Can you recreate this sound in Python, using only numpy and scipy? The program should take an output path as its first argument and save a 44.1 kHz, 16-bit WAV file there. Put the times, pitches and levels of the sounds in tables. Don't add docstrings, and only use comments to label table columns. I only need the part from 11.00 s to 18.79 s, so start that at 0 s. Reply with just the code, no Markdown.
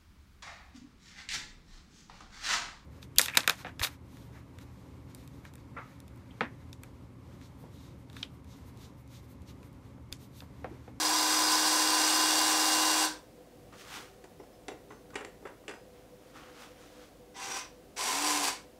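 import sys
import numpy as np
from scipy import signal
from scipy.fft import rfft, irfft, next_fast_len
from scipy.io import wavfile
from scipy.ndimage import uniform_filter1d

SR = 44100
rng = np.random.default_rng(int(sys.argv[2]) if len(sys.argv) > 2 else 0)


def ratio_of_db(decibels):
    return 10 ** (np.asarray(decibels, float) / 20)


def persist_wave(psi):
    counts = np.round(np.clip(psi, -1, 1) * 32767).astype(np.int16)
    wavfile.write(sys.argv[1], SR, np.atleast_2d(counts).T)


N = 343539


def long_run():
    # on t/s, off t/s, first rattle level/dB, last rattle level/dB, spin-up t/s
    run = (-1, 2.05, -28.5, -28.5, .03)
    # t/s, f/Hz
    shaft = [(0, 309), (.5, 310.3), (1.1, 312), (2.06, 312.7), (2.16, 305)]
    # shaft level/dB at top speed, loss/(dB/Hz) below it, mesh whine level/dB, loss/(dB/Hz), extra coast fade
    tones_law = (-40, .7, -43, 1.9, -.25)
    teeth = [15, 18, 24, 28, 34, 35, 36, 38, 46, 48, 49, 50, 54, 58, 72, 73, 75, 80, 135, 220, 225, 240,
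             245, 270, 315, 360, 365, 450, 495]
    teeth_db = [0, -19, -19, -17, -14, -14, -17, -9, -9, -6, -9, -9, -10, -13, -13, -13, -11, -12, 0, -8,
                -7, -6, -9, -9, -12, -12, -12, -17, -16]
    # f/Hz, level/dB per Hz
    colour = [(88, -59), (150, -43.5), (270, -17), (303, -17.5), (341, -13), (545, -14), (1020, -4.5),
              (1290, -11.5), (1530, -10), (2650, -12), (2810, -11), (3040, -8.5), (4580, -4.5), (8230, -9),
              (16000, -21.5)]
    # f/Hz, width/Hz, level/dB at the start, level/dB at the end
    rings = [(785, 55, 7, 7), (1000, 55, 9.5, 8), (1550, 110, 4.5, 8), (2660, 46, -6, 2),
             (3050, 140, -10, -8), (4570, 60, 7, 3), (4960, 100, 12, 1.5), (5140, 80, 1, -3),
             (5810, 260, 6.5, 4.5), (7530, 140, 4.5, 5.5), (8220, 250, 5.5, 8.5), (10800, 120, 3, 2)]
    return motor(run, shaft, tones_law, teeth, teeth_db, colour, rings,
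                 swell_db=1.4, sizzle_db=.2, locked=0.46, throb=0.12, ticks_db=9.5,
                 waver_db=2.2, shake_hz=0.455, chatter_db=0.9)


def last_run():
    # on t/s, off t/s, first rattle level/dB, last rattle level/dB, spin-up t/s
    run = (6.96, 7.485, -32.5, -30.5, .022)
    # t/s, f/Hz
    shaft = [(6.955, 200), (7.08, 250), (7.16, 281), (7.24, 299), (7.3, 301), (7.36, 300.5), (7.4, 293),
             (7.48, 274), (7.57, 276)]
    # shaft level/dB at top speed, loss/(dB/Hz) below it, mesh whine level/dB, loss/(dB/Hz), extra coast fade
    tones_law = (-41, .35, -50.5, .8, -.3)
    teeth = [15, 38, 51, 270, 360, 540, 720, 767]
    teeth_db = [0, -6, -8, 0, 2, -3, -8, -14]
    # f/Hz, level/dB per Hz
    colour = [(88, -58), (150, -24), (209, -21), (291, -17), (328, -13), (391, -8), (624, -13), (745, -6),
              (1020, -4), (1360, -10), (1500, -8), (3100, -8.5), (8230, -7.5), (14800, -22), (16000, -31)]
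    # f/Hz, width/Hz, level/dB at the start, level/dB at the end
    rings = [(750, 120, 3, 3), (1020, 45, 10, 9), (2190, 73, 8.4, 2.7), (2600, 200, 3.5, 3),
             (4650, 260, 4.1, 6.3), (5780, 270, 8.9, 4.3), (7900, 130, 4, 5)]
    return motor(run, shaft, tones_law, teeth, teeth_db, colour, rings,
                 swell_db=.6, sizzle_db=-1.1, locked=0.33, throb=0.074, ticks_db=17,
                 waver_db=4.5, shake_hz=1.84, chatter_db=1.1)


def nudge():
    # on t/s, off t/s, first rattle level/dB, last rattle level/dB, spin-up t/s
    run = (6.339, 6.59, -39.5, -38.5, .05)
    # t/s, f/Hz
    buzz = [(6.35, 787.8), (6.41, 782.3), (6.5, 781.5), (6.61, 788)]
    # buzz level/dB at top rate, loss/(dB/Hz) below it, upper tones level/dB, loss/(dB/Hz), extra coast fade
    tones_law = (-50, .01, -50, .01, 3.0)
    teeth = [7.5, 15, 22.5, 30, 37.5, 45, 52.5, 60, 67.5, 157.5, 165]
    teeth_db = [-8, 0, -7, -11, -12, -13, -12, -14, -14, -14, -14]
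    # f/Hz, level/dB per Hz
    colour = [(88, -54), (150, -23), (383, -9.5), (431, -20), (494, -8), (612, -15), (790, -4), (871, -8.5),
              (1020, -4.5), (1290, -9), (4320, -12), (5910, -9), (16000, -35)]
    # f/Hz, width/Hz, level/dB at the start, level/dB at the end
    rings = [(1000, 42, 15.6, 8), (1540, 73, 8, 4.2), (2000, 96, 10, 3), (2480, 93, 11, 9.1),
             (3630, 110, 5, 5.7), (4660, 110, 6, 3), (5800, 140, 5, 11), (8020, 220, 8.1, 5.5)]
    return motor(run, buzz, tones_law, teeth, teeth_db, colour, rings,
                 swell_db=.1, sizzle_db=3.0, locked=0.23, throb=0.072, ticks_db=14,
                 waver_db=4.0, shake_hz=2.14, chatter_db=1.7)


def motor(run, shaft, tones_law, teeth, teeth_db, colour, rings, swell_db, sizzle_db, locked, throb,
          ticks_db, waver_db, shake_hz, chatter_db):
    on, off, first_db, last_db, spin_up = run
    coast_s = .16
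    t = np.arange(max(on, 0), off + coast_s, 1 / SR)
    way = np.minimum((t - t[0]) / (off - t[0]), 1)
    coast_db = -250 * np.maximum(t - off, 0)
    slack_db = 20 * np.log10(1.001 - np.exp(-(t - on) / spin_up)) + coast_db
    noise_db = first_db + (last_db - first_db) * way + swell_db * np.sin(np.pi * way) + slack_db

    hz = np.interp(t, *np.transpose(shaft))
    below = np.where(t < off, hz.max() - hz, hz.max() - np.interp(off, t, hz))
    shaft_db, shaft_loss, mesh_db, mesh_loss, shaft_coast = tones_law
    tone_db = shaft_db - shaft_loss * below
    whine_db = mesh_db - mesh_loss * below
    turns = np.cumsum(uniform_filter1d(hz, size=1500) + shake_hz * drift(len(t), 14.1)) / SR

    phases = np.exp(2j * np.pi * rng.random(1025))
    flaws = irfft(phases / (1 + (np.arange(1025) / 192.0) ** 2))
    repeat = evened(np.interp(turns / 15 % 1 * 2048, np.arange(2048), flaws))
    beat = sum(np.cos(2 * np.pi * turns / k + k) for k in (1, 3, 5))

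    ticks = np.clip(rng.standard_normal(len(t)), -1.6, 1.6) * (rng.random(len(t)) < 300 / SR)
    loose = rng.standard_normal(len(t)) * (1 + throb * beat) + ratio_of_db(ticks_db) * ticks
    loose = loose * ratio_of_db(chatter_db * drift(len(t), 45))

    source = loose + locked * repeat
    before = coloured(source, colour, [(f, w, d[0]) for f, w, *d in rings])
    after = coloured(source, colour, [(f, w, d[1]) for f, w, *d in rings])
    rattle = (1 - way) * before + way * after
    sizzle = signal.filtfilt(*signal.butter(2, 8000, "high", fs=SR), rattle)
    treble_db = np.maximum(sizzle_db + .8 * slack_db, -16)
    rattle = ratio_of_db(noise_db) * (rattle + sizzle * (ratio_of_db(treble_db) - 1))

    tones = np.zeros(len(t))
    for k, d in zip(teeth, teeth_db):
        base_db = tone_db if k < 135 else whine_db
        waver = waver_db * (k not in (15, 135)) * drift(len(t), 6)
        fade_db = slack_db + coast_db * (1.5 if k != 15 else shaft_coast)
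        wave = np.sqrt(2) * np.sin(2 * np.pi * (k / 15 * turns + rng.random()))
        tones += ratio_of_db(base_db + d + fade_db + waver) * wave

    edge = np.minimum(1, (t[-1] - t) / 0.03)
    out = np.zeros((2, N))
    add(out[0], t[0], rattle * edge)
    add(out[1], t[0], tones * edge)
    return out


def grapple():
    # t/s, peak level/dB, knock level/dB re crack, brightness level/dB re crack
    clicks = [(2.724, -44, -16, -18), (2.737, -44, -16, -11), (3.241, -44, -2.5, -3), (3.398, -53, 10, -9),
              (3.434, -55, -2, -5), (3.682, -30.5, -5, -3), (3.715, -47, 5.5, -17), (3.894, -56, -12, -3),
              (3.904, -38.5, -8, -20), (3.92, -45, -3, -8), (4.104, -44, -14, -5), (4.132, -42, -8, -20),
              (4.143, -42, -21, -1.5), (4.155, -24, -8.5, -8), (4.184, -37, -11, -14),
              (4.208, -34.5, -4, -14), (4.248, -32.5, -14, -2.5), (4.422, -52, 2.5, -13),
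              (4.452, -33.5, -3.5, -21), (4.471, -36, -12, -15), (4.636, -53, -6, -17),
              (4.68, -28.5, -13, -9), (4.692, -32.5, -9, -8), (4.71, -33, -16, -11), (4.737, -42, -5, -9),
              (5.353, -52, -8, -11), (5.657, -52, -9, -14), (5.813, -59, -9, 7), (5.838, -58, -7, -3)]
    # t/s, f/Hz, level/dB, 60 dB decay t/s
    pins = [(3.245, 6150, -73, .25), (3.395, 5730, -66, .15), (3.39, 5230, -70, .4), (3.53, 5230, -66, .25),
            (3.685, 5690, -70, .2), (3.895, 6150, -67, .7), (3.895, 5230, -73, .6), (4.7, 4990, -66.5, .9),
            (4.74, 6200, -68, .2)]
    out = np.zeros(N)
    t = np.arange(0, .15, 1 / SR)
    for s, db, knock_db, bright_db in clicks:
        hz = 1100 + (2050 - 1100) / (1 + np.exp((-45 - db - bright_db) / 3.0))
        t60 = max(.055 + .0025 * knock_db - .0035 * bright_db, .03)
        add(out, s, click(db, knock_db, bright_db, t60, hz))
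    for s, hz, db, t60 in pins:
        edge = np.minimum(1, np.minimum(t / .004, (t[-1] - t) / .02))
        add(out, s, ratio_of_db(db - 60 * t / t60) * np.sin(2 * np.pi * hz * t) * edge)
    return out


def click(db, knock_db, bright_db, t60, hz):
    # f/Hz, level/dB, 60 dB decay t/s
    arm = [(403, 2.5, 0.068), (331, -2, 0.071), (535, -6, 0.037), (676, -13, 0.065), (822, -2, 0.056),
           (1020, -11, 0.054), (2050, -4, 0.019)]
    # f/Hz, width/Hz, level/dB
    jaw = [(1940, 95, 5), (2750, 150, 2.5), (3470, 240, 6), (7300, 500, 3.5), (10300, 640, 7)]
    t = np.arange(8000) / SR
    noise = rng.standard_normal((3, len(t)))
    decay_s = max(t60, .01)

    crack_colour = [(400, -30), (900, -6), (900 + hz, -6), (1800 + 3.9 * hz, -34), (16000, -55)]
    crack = coloured(noise[0], crack_colour, [(hz, 0.71 * hz, 8), *jaw])
    crack = dying(crack, ratio_of_db(-60 * t / decay_s))
    tick = coloured(noise[1], [(2500, -9), (4500, 1), (8000, 2), (10500, -9), (12500, -36)], jaw)
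    tick = dying(tick, ratio_of_db(bright_db - 85 * t / decay_s))

    spread = rng.uniform(0.945, 1.026, len(arm))
    knock = sum(ratio_of_db(d - 60 * t / r) * np.sin(2 * np.pi * f * u * t) for (f, d, r), u in zip(arm, spread))
    panel = coloured(noise[2], [(180, -34), (320, -1), (500, -0.5), (900, -9), (1800, -45)])
    knock += panel * ratio_of_db(-4 - 60 * t / 0.11)
    knock *= np.minimum(1, t / 0.0036)

    rise = np.sin(np.pi / 2 * np.minimum(1, t / .0003 * ratio_of_db(bright_db))) ** 2
    return ratio_of_db(db - 7.5) * (rise * (crack + tick) + ratio_of_db(knock_db + 7.5) * knock)


def sleeve():
    # start t/s, peak t/s, level/dB, fade/(dB/s), brightness level/dB
    strokes = [(2.715, 2.73, -53, 300, -4), (2.71, 2.81, -59, 150, 5.5), (2.8, 2.962, -44, 135, 1.6),
               (4.88, 4.978, -63.5, 130, -1.1), (5.05, 5.3, -65, 100, 1.1), (5.325, 5.365, -50, 45, -3),
               (5.48, 5.63, -51.5, 140, 1.1), (5.7, 5.82, -61.5, 60, 2.5), (5.7, 6.04, -62, 160, 3)]
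    # f/Hz, level/dB per Hz
    cloth = [(120, -53), (200, -19), (232, -2), (623, -8), (763, -1.5), (1450, -2), (1940, -4), (6520, -13),
             (16000, -25.5)]
    # f/Hz, width/Hz, level/dB
    folds = [(1280, 330, 3), (3270, 1300, 2), (6000, 1200, 2)]
    grains = rng.standard_normal(N) * ratio_of_db(1.7 * drift(N, 400))
    hiss = coloured(grains, cloth, folds)
    dull = signal.lfilter(*signal.butter(1, 2500, fs=SR), hiss)
    low = sum(stroke(*push) ** 2 for *push, bright_db in strokes)
    high = sum((stroke(*push) * ratio_of_db(2 * bright_db)) ** 2 for *push, bright_db in strokes)
    return np.sqrt(low) * dull + np.sqrt(high) * (hiss - dull)


def lean():
    # start t/s, peak t/s, level/dB, fade/(dB/s)
    pushes = [(2.5, 2.636, -59, 60), (2.7, 3.04, -61, 250), (3.15, 3.446, -62, 400), (3.55, 3.9, -65, 150),
              (3.95, 4.08, -66, 17)]
    rumble_colour = [(30, -34), (60, -13), (110, -5), (200, -12), (350, -32), (1000, -70)]
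    rumble = coloured(rng.standard_normal(N), rumble_colour)
    return rumble * sum(stroke(*push) for push in pushes)


def echoes(x):
    # f/Hz, 60 dB decay t/s
    room = [(250, .38), (700, .34), (2000, .33), (5000, .28), (12000, .25)]
    taps = np.zeros(SR // 2)
    at = np.arange(300, len(taps) - 20, 20)
    taps[at + rng.integers(0, 20, len(at))] = rng.choice([-1., 1.], len(at))
    hz, t, z = signal.stft(taps, SR, nperseg=256)
    decay = ratio_of_db(-60 * t / read(room, hz)[:, None])
    tail = signal.istft(z * decay, SR, nperseg=256)[1]
    return signal.fftconvolve(x, tail / np.linalg.norm(tail))[:N]


def quiet_room():
    # f/Hz, level/dB per Hz
    quiet = [(15, -52), (25, -18.5), (76, -11), (108, -9), (170, -10), (242, -8.5), (344, -10.5),
             (451, -13), (503, -6.5), (545, -11.5), (754, -13), (818, -22), (887, -20), (1400, -26),
             (16000, -37)]
    # f/Hz, width/Hz, level/dB
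    drones = [(299, 11, -67), (392.3, 7.3, -68), (494, 29, -61.5), (747, 42, -73)]
    size = next_fast_len(N)
    t = np.arange(N) / SR
    hz = np.fft.rfftfreq(size, 1 / SR)
    out = ratio_of_db(-57) * coloured(rng.standard_normal(N), quiet)
    for f, width, db in drones:
        band = rfft(rng.standard_normal(size)) / (1 + (2 * (hz - f) / width) ** 2)
        out += ratio_of_db(db) * evened(irfft(band, size)[:N])
    hum = np.sqrt(2) * np.sin(2 * np.pi * 50.3 * t)
    return out + ratio_of_db(-68 + 1.5 * drift(N, 4)) * hum


def stroke(start, peak, db, fade_db):
    t = np.arange(N, dtype=np.float32) / SR
    swell = np.clip((t - start) / max(peak - start, .002), 0, 1) ** 1.5
    return swell * ratio_of_db(db - fade_db * np.maximum(t - peak, 0))


def dying(noise, fall):
    return noise * fall * np.linalg.norm(fall) / np.linalg.norm(noise * fall)


def coloured(x, colour, rings=()):
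    size = next_fast_len(len(x))
    hz = np.fft.rfftfreq(size, 1 / SR)
    db = read(colour, hz) + sum(d / (1 + (2 * (hz - f) / w) ** 2) for f, w, d in rings)
    return evened(irfft(rfft(x, size) * ratio_of_db(db), size)[:len(x)])


def drift(size, hz):
    pole = [1, -np.exp(-2 * np.pi * hz / SR)]
    once = signal.lfilter([1], pole, rng.standard_normal(size))
    return evened(signal.lfilter([1], pole, once))


def evened(x):
    return x / np.sqrt(np.mean(x ** 2) + 1e-20)


def read(points, hz):
    f, value = np.transpose(points)
    return np.interp(np.log(hz + 1), np.log(f + 1), value)


def add(mix, s, sound):
    part = mix[round(s * SR):][:len(sound)]
    part += sound[:len(part)]


def scene():
    rattle, tones = long_run() + nudge() + last_run()
    near = rattle + grapple()
    direct = ratio_of_db(-.7) * near + tones
    reflected = ratio_of_db(-7) * echoes(near + 0.3 * tones)
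    return (direct + reflected + sleeve() + lean() + quiet_room())[None]


def roll_off(x):
    return signal.sosfilt(signal.butter(12, 16260, fs=SR, output="sos"), x)


def record(dry):
    lowpass = signal.firwin(801, 15730, window=("kaiser", 9), fs=SR)
    dull = signal.oaconvolve(dry, lowpass[None], "same")
    return roll_off(dull)


dry = scene()
out = record(dry)
persist_wave(out)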